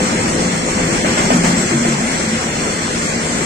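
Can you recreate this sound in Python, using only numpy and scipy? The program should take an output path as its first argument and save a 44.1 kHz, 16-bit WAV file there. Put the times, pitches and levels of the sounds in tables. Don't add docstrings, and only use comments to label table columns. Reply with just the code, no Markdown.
import sys
import numpy as np
from scipy import signal
from scipy.fft import rfft, irfft
from scipy.io import wavfile
from scipy.ndimage import uniform_filter1d

SR = 44100
rng = np.random.default_rng(int(sys.argv[2]) if len(sys.argv) > 2 else 0)


def volts(x):
    e = np.asarray(x, float) / 20
    return 10 ** e


def log_audio(samples):
    frames = np.atleast_2d(samples).T
    limited = np.clip(frames, -1, 1)
    pcm = np.round(limited * 32767).astype(np.int16)
    wavfile.write(sys.argv[1], SR, pcm)


N = 152145

# time in seconds, rolling level in dB, weight of the wagons on the rumble in dB.
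ROUGHNESS = [
    (0.0, -22.5, -3.5),
    (0.66, -23, -3),
    (1.44, -21, -3.5),
    (1.69, -22.5, -6.5),
    (1.83, -22.5, -5),
    (2.7, -23.5, -6),
    (3.45, -23.5, -4),
]
# frequency in Hz, level per Hz in dB.
TRACK_COLOUR = [(25, -7.5), (60, -6.5), (105, -5.5), (200, 3), (400, -2.5), (900, -10), (2000, -11.5),
                (3000, -16.5)]
TRACK_DB, RUMBLE_FOLLOWS, RUMBLE_TOP_HZ = 5, 0.74, 680
PATCHY_DB, SHARED_DB = 2, .5
# frequency in Hz, width in Hz, level above the rolling in dB.
TRACK_RINGS = [(88.8, 6.8, -8), (163.4, 14, 0.5), (229.8, 9.1, 0.5), (300.6, 43, -15.5), (335.5, 7.2, -4.5),
               (2042, 55, -14), (2114, 130, -7.5), (4216, 150, -14)]

# time in seconds, level in dB.
SINGING_LEVEL = [(0.0, -21), (0.04, -23), (0.14, -51), (0.17, -26), (0.25, -45), (0.36, -26), (0.52, -37),
                 (0.93, -27), (0.98, -34.5), (1.04, -29.5), (1.82, -42.5), (1.86, -35), (2.15, -38.5),
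                 (2.45, -32), (2.58, -54), (2.73, -32.5), (2.81, -38.5), (3.45, -40.5)]
SINGING_HZ, SINGING_WANDER_HZ = 510.6, 2.5

# start in seconds, knock peak in dB, thump per mode in dB, crash in dB, hiss in dB.
FLAT_LANDINGS = [(.004, -10, -18, -38, -20.5), (.394, -14, -24, -31.5, -28), (0.793, -13, -21, -23, -23),
                 (.914, -25, -19.5, -22, -23), (1.046, -7, -22, -17, -25),
                 (1.173, -9.5, -21.5, -14.5, -17.5), (1.304, 2, -14, -14, -19.5),
                 (1.438, -8, -18, -15.5, -12.5), (1.57, -18, -16, -23.5, -18),
                 (1.703, -27, -18, -24, -26.5), (1.85, -5, -20, -22, -22), (1.979, -32, -22, -23, -34),
                 (2.109, -38, -28, -34, -22), (2.566, -12.5, -29.5, -38, -37)]
KNOCK_LOSS_DB, KNOCK_HZ, KNOCK_WIDTH_HZ = -8, 610, 400
# rise in seconds, 60 dB decay in seconds.
SHAKE_TIMES = [
    (.004, .4),
    (.015, .45),
]
# frequency in Hz, level in dB, 60 dB decay in seconds.
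THUMP_MODES = [(134.9, -13, 0.91), (161.8, -8, 0.45), (191.5, -0.5, 0.45), (229.2, -5, 0.71),
               (247, -3, 0.4), (292, -6.5, 0.34), (337, -16.5, 0.75), (399.3, -10, 0.29)]
SPREAD_S = 0.018
# frequency in Hz, level per Hz in dB.
CRASH_COLOUR = [(300, -12), (550, -3.5), (900, -4), (1500, -7.5), (2200, -9), (3200, -14)]
# frequency in Hz, level per Hz in dB.
HISS_COLOUR = [(2500, -16), (4500, -6), (7500, 0), (10000, 2), (13800, 4)]

# start in seconds, length in seconds, frequency in Hz, level in dB.
FRAME_BOOMS = [(0.423, 0.16, 182.4, -29), (0.653, 0.16, 158.9, -27.5), (0.873, 0.064, 244.5, -27),
               (1.036, 0.039, 176, -22.5), (1.2, 0.068, 182, -23.5), (1.32, .2, 171, -19),
               (1.308, 0.043, 250, -17), (1.52, 0.048, 254.2, -23), (1.592, .05, 360, -26.5),
               (1.2, 0.075, 380, -28.5), (1.342, 0.033, 310, -25), (1.064, 0.03, 410, -28.5),
               (1.7, 0.22, 232, -22), (1.71, 0.032, 337, -19.5), (1.732, 0.035, 140, -22),
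               (1.846, 0.13, 150.3, -26), (1.856, 0.031, 343.5, -23.5), (1.988, 0.082, 226.3, -25.5),
               (2.2, 0.16, 226.5, -28.5), (2.415, 0.14, 222, -33), (2.628, 0.12, 208, -35),
               (3.07, .12, 223, -27)]
BOOM_RISE_S, BOOM_FALL_S, BOOM_WANDER_HZ = .012, .03, 4

# middle in seconds, length in seconds, frequency in Hz, level in dB.
FLANGE_SQUEALS = [
    (.87, .06, 11300, -28),
    (1.15, .28, 11250, -30),
    (1.33, .1, 13900, -25),
    (1.46, .12, 13600, -24),
    (1.6, .1, 13100, -23),
    (1.6, .07, 11000, -30),
    (1.6, .08, 7700, -24),
]

# frequency in Hz, share of power in step, share that reaches the left port late.
PORT_LIKENESS = [(60, .985, 0), (210, .92, .02), (330, .74, .1), (500, .48, .2), (800, .08, .35),
                 (1200, 0, .4), (2200, 0, .27), (5000, 0, .15)]
LAG_S = 0.000463
# frequency in Hz, left over right in dB.
PORT_BALANCE = [(60, -.2), (210, .5), (500, 2.8), (1800, 3.8), (3000, 0)]
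# frequency in Hz, gain in dB.
LEFT_PORT = [(3000, 1.5), (4300, -0.5), (5000, 2), (7000, 2), (8200, 7), (9800, -11), (11200, -19.5),
             (15500, -29)]
# frequency in Hz, gain in dB.
RIGHT_PORT = [(3000, 1), (4300, 0.5), (4900, 3), (6500, 2), (7400, 8.5), (9000, -13), (11000, -31),
              (15500, -33.5)]
# frequency in Hz, width in Hz, left gain in dB, right gain in dB.
CASING_DIPS = [(3783, 160, -4, -7.5), (4876, 310, -2, -6), (6820, 150, -3, -1.5), (8940, 59, -6, -4),
               (9470, 150, 0, -1), (10630, 330, -9.5, -5.5)]
CLIP_TOP = .93

# frequency in Hz, step in dB.
ROUNDING_STEP = [(100, -38), (300, -30), (900, -26), (1200, -24), (4800, -24), (5600, -25.5), (8200, -26.5),
                 (8800, -32), (10600, -33), (11200, -38), (13000, -42), (15700, -45)]
STEP_FOLLOWS, STEP_WANDER_DB = .5, 1.5
# frequency in Hz, threshold in spreads of a wandering
WEAK_THRESHOLD = [(400, -12), (800, -2.4), (1150, -1.8), (2000, -2), (3000, -.8), (4900, -.55),
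                  (7300, -.95), (8800, -.7), (10000, 0), (12500, -.1), (14000, 0), (15700, 1.8)]


def rms_one(x):
    return x / np.sqrt(np.mean(x ** 2) + 1e-20)


def in_time(rows):
    s, *columns = np.transpose(rows)
    return [np.interp(np.arange(N) / SR, s, c) for c in columns]


def at_hz(points, hz, column=1):
    points = np.array(points)
    return np.interp(np.log(hz), np.log(points[:, 0]), points[:, column])


def bins():
    return np.maximum(np.fft.rfftfreq(N, 1 / SR), 1)


def drift(rate_hz):
    r = np.exp(-80 * np.pi * rate_hz / SR)
    slow = signal.lfilter([1], [1, -2 * r, r * r], rng.standard_normal(N // 40 + 2002))
    slow = rms_one(slow[2000:])
    return np.interp(np.arange(N) / 40, np.arange(len(slow)), slow)


def ports():
    hz = bins()
    same, late, left, right = rfft(rng.standard_normal((4, N)))
    in_step = np.clip(at_hz(PORT_LIKENESS, hz, column=1), 0, 1)
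    lagging = np.clip(at_hz(PORT_LIKENESS, hz, column=2), 0, 1)
    unrelated = np.clip(1 - in_step - lagging, 0, 1)
    delay = np.array([np.exp(-2j * np.pi * hz * LAG_S), hz ** 0])
    both = np.sqrt(in_step) * same + np.sqrt(lagging) * late * delay
    return both + np.sqrt(unrelated) * np.array([left, right])


def coloured(spectrum):
    points = [(spectrum[0][0] / 2, -50), *spectrum, (spectrum[-1][0] * 2, -50)]
    return rms_one(irfft(ports() * volts(at_hz(points, bins())), N))


def resonance(x, hz, width_hz):
    r = np.exp(-np.pi * width_hz / SR)
    poles = [1, -2 * r * np.cos(2 * np.pi * hz / SR), r * r]
    return signal.lfilter([(1 - r * r) / 2, 0, (r * r - 1) / 2], poles, x)


def tone(hz, wander_hz):
    pitch_hz = hz + wander_hz * drift(8)
    return np.sqrt(2) * np.sin(2 * np.pi * np.cumsum(pitch_hz) / SR)


def rolling():
    level_db, weight_db = in_time(ROUGHNESS)
    swing_db = level_db - level_db.mean()
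    half_octave = np.log2(bins() / 20) * 2
    body = ports() * volts(at_hz(TRACK_COLOUR, bins()))
    body = body / np.std(irfft(body * (bins() < 3000), N))
    together, out = drift(16.0), 0
    for k in range(20):
        share = np.cos(np.pi / 2 * np.clip(half_octave - k, -1, 1)) ** 2
        band_hz = 20 * 2 ** (k / 2)
        low = 1 / (1 + (band_hz / RUMBLE_TOP_HZ) ** 2)
        gain_db = swing_db * (1 - low + low * RUMBLE_FOLLOWS) + low * weight_db
        gain_db = gain_db + SHARED_DB * together + PATCHY_DB * (.4 + .6 * low) * drift(7.2)
        out = out + volts(gain_db) * irfft(body * share, N)
    for hz, width_hz, db in TRACK_RINGS:
        heavy_db = weight_db * (hz < 1000) + swing_db + 0.83 * drift(2.6)
        ring = rms_one(resonance(irfft(ports(), N), hz, width_hz))
        out = out + volts(db - 10.5 + heavy_db) * ring
    return volts(level_db.mean() + TRACK_DB) * out


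def singing_wheel():
    level_db = in_time(SINGING_LEVEL)[0] - 1.5
    return volts(level_db) * tone(SINGING_HZ, SINGING_WANDER_HZ) * volts([[1], [-1]])


def shaken_wagon(rows):
    age = np.maximum(np.arange(N) / SR - rows[:, :1], 0)
    out = 0
    for column, colour, (rise_s, t60) in zip((3, 4), (CRASH_COLOUR, HISS_COLOUR), SHAKE_TIMES):
        shake = volts(rows[:, column, None] - 60 * age / t60) * (1 - np.exp(-age / rise_s))
        out = out + np.sqrt(np.sum(shake ** 2, axis=0)) * coloured(colour)
    return out


def struck_track(rows, at):
    chance = rng.standard_normal((len(rows), len(THUMP_MODES)))
    out = 0
    for k, (hz, db, t60) in enumerate(THUMP_MODES):
        late = int(SPREAD_S * SR * (k * 3 % 8 / 8))
        blows = np.full(N, 1e-18)
        blows[at + late] = volts(rows[:, 2] + db + 1.9 * chance[:, k]) * (-1) ** k
        r, w = volts(-60 / (t60 * SR)), 2 * np.pi * hz / SR
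        out = out + signal.lfilter([0, np.sin(w)], [1, -2 * r * np.cos(w), r * r], blows)
    return out


def wheel_knock(rows, at):
    knock = np.full(N, 1e-18)
    knock[at] = volts(rows[:, 1] + KNOCK_LOSS_DB)
    for _ in range(2):
        knock = resonance(knock, KNOCK_HZ, KNOCK_WIDTH_HZ)
    knock = knock * SR / KNOCK_WIDTH_HZ
    return np.array([np.roll(knock, int(LAG_S * SR)), knock])


def flat_wheel():
    rows = np.array(FLAT_LANDINGS)
    at = (rows[:, 0] * SR).astype(int)
    return shaken_wagon(rows) + struck_track(rows, at) + wheel_knock(rows, at)


def booms():
    t, out = np.arange(N) / SR, 0
    for s, length, hz, db in FRAME_BOOMS:
        rise = 1 - np.exp(-np.maximum(t - s, 0) / BOOM_RISE_S)
        fall = np.exp(-np.maximum(t - s - length, 0) / BOOM_FALL_S)
        out = out + volts(db + 1.2 * drift(10)) * rise * fall * tone(hz, BOOM_WANDER_HZ)
    return out


def squeals():
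    t, out = np.arange(N) / SR, 0
    for middle, length, hz, db in FLANGE_SQUEALS:
        swell = np.exp(-((t - middle) / length * 2) ** 2)
        rub = resonance(resonance(rng.standard_normal(N), hz, 320), hz, 350)
        out = out + volts(db) * swell * rms_one(rub)
    return out * volts([[0], [-6]])


def scene():
    return rolling() + singing_wheel() + flat_wheel() + booms() + squeals()


def blur(x, size):
    return uniform_filter1d(uniform_filter1d(x, size=size[0], axis=-2), size=size[1], axis=-1)


def weak(z):
    field = 0
    for size in ((3, 4), (3, 10)):
        field = field + rms_one(blur(rng.standard_normal(z.shape[1:]), size)) / np.sqrt(2)
    near = blur(z ** 2, (2, 5)) + 1e-14
    around = blur(np.mean(z ** 2, axis=0), (7, 57)) + 1e-14
    below_db = 10 * np.log10(near / around)
    return field + below_db / 4 < at_hz(WEAK_THRESHOLD, (np.arange(1024) + .5) * SR / 2048)


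def round_coarse(x):
    n, k = np.arange(2048) + .5, np.arange(1024) + .5
    basis = np.cos(np.pi / 1024 * np.outer(n + 512, k)) / np.sqrt(512)
    turn = np.array([[1, 1], [1, -1]])
    hops = np.pad(turn @ x / 2, ((0, 0), (1496, 2048 - (N + 472) % 1024))).reshape(2, -1, 1024)
    bell = np.kaiser(1025, 4 * np.pi)
    slopes = np.array([np.sin(np.pi * n[:1024] / 2048), np.sqrt(np.cumsum(bell)[:-1] / bell.sum())])
    slope = slopes[1 * (uniform_filter1d(rng.random(hops.shape[1]), size=2) > .525)]
    window = np.concatenate([slope[:-1], slope[1:, ::-1]], axis=1)
    z = np.concatenate([hops[:, :-1], hops[:, 1:]], axis=2) * window @ basis
    loud_db = 10 * np.log10(np.mean(z[:, :, 100:400] ** 2, axis=(0, 2)) + 1e-9)
    follow_db = STEP_FOLLOWS * (loud_db - np.median(loud_db))[:, None]
    wander = np.repeat(rng.standard_normal((len(window), 64)), 16, axis=1)
    step = volts(at_hz(ROUNDING_STEP, k * SR / 2048) + follow_db + STEP_WANDER_DB * wander)
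    size = np.floor((np.abs(z) / step) ** .75 + .4054) ** (4 / 3)
    z = ~weak(z) * np.sign(z) * step * size
    frames = z @ basis.T * window
    lapped = frames[:, :-1, 1024:] + frames[:, 1:, :1024]
    return turn @ lapped.reshape(2, -1)[:, 472:472 + N]


def top_cut(x):
    return signal.sosfilt(signal.butter(12, 15650, fs=SR, output="sos"), x)


def record(dry):
    hz = bins()
    db = np.array([at_hz(LEFT_PORT, hz), at_hz(RIGHT_PORT, hz)])
    db = db + at_hz(PORT_BALANCE, hz) * [[.5], [-.5]]
    for dip_hz, width_hz, *depth_db in CASING_DIPS:
        db = db + np.outer(depth_db, np.exp(-((hz - dip_hz) / width_hz) ** 2))
    heard = irfft(rfft(dry) * volts(db), N)
    soft = CLIP_TOP * np.tanh(heard / CLIP_TOP)
    mix = round_coarse(soft)
    return top_cut(mix)


dry = scene()
out = record(dry)
log_audio(out)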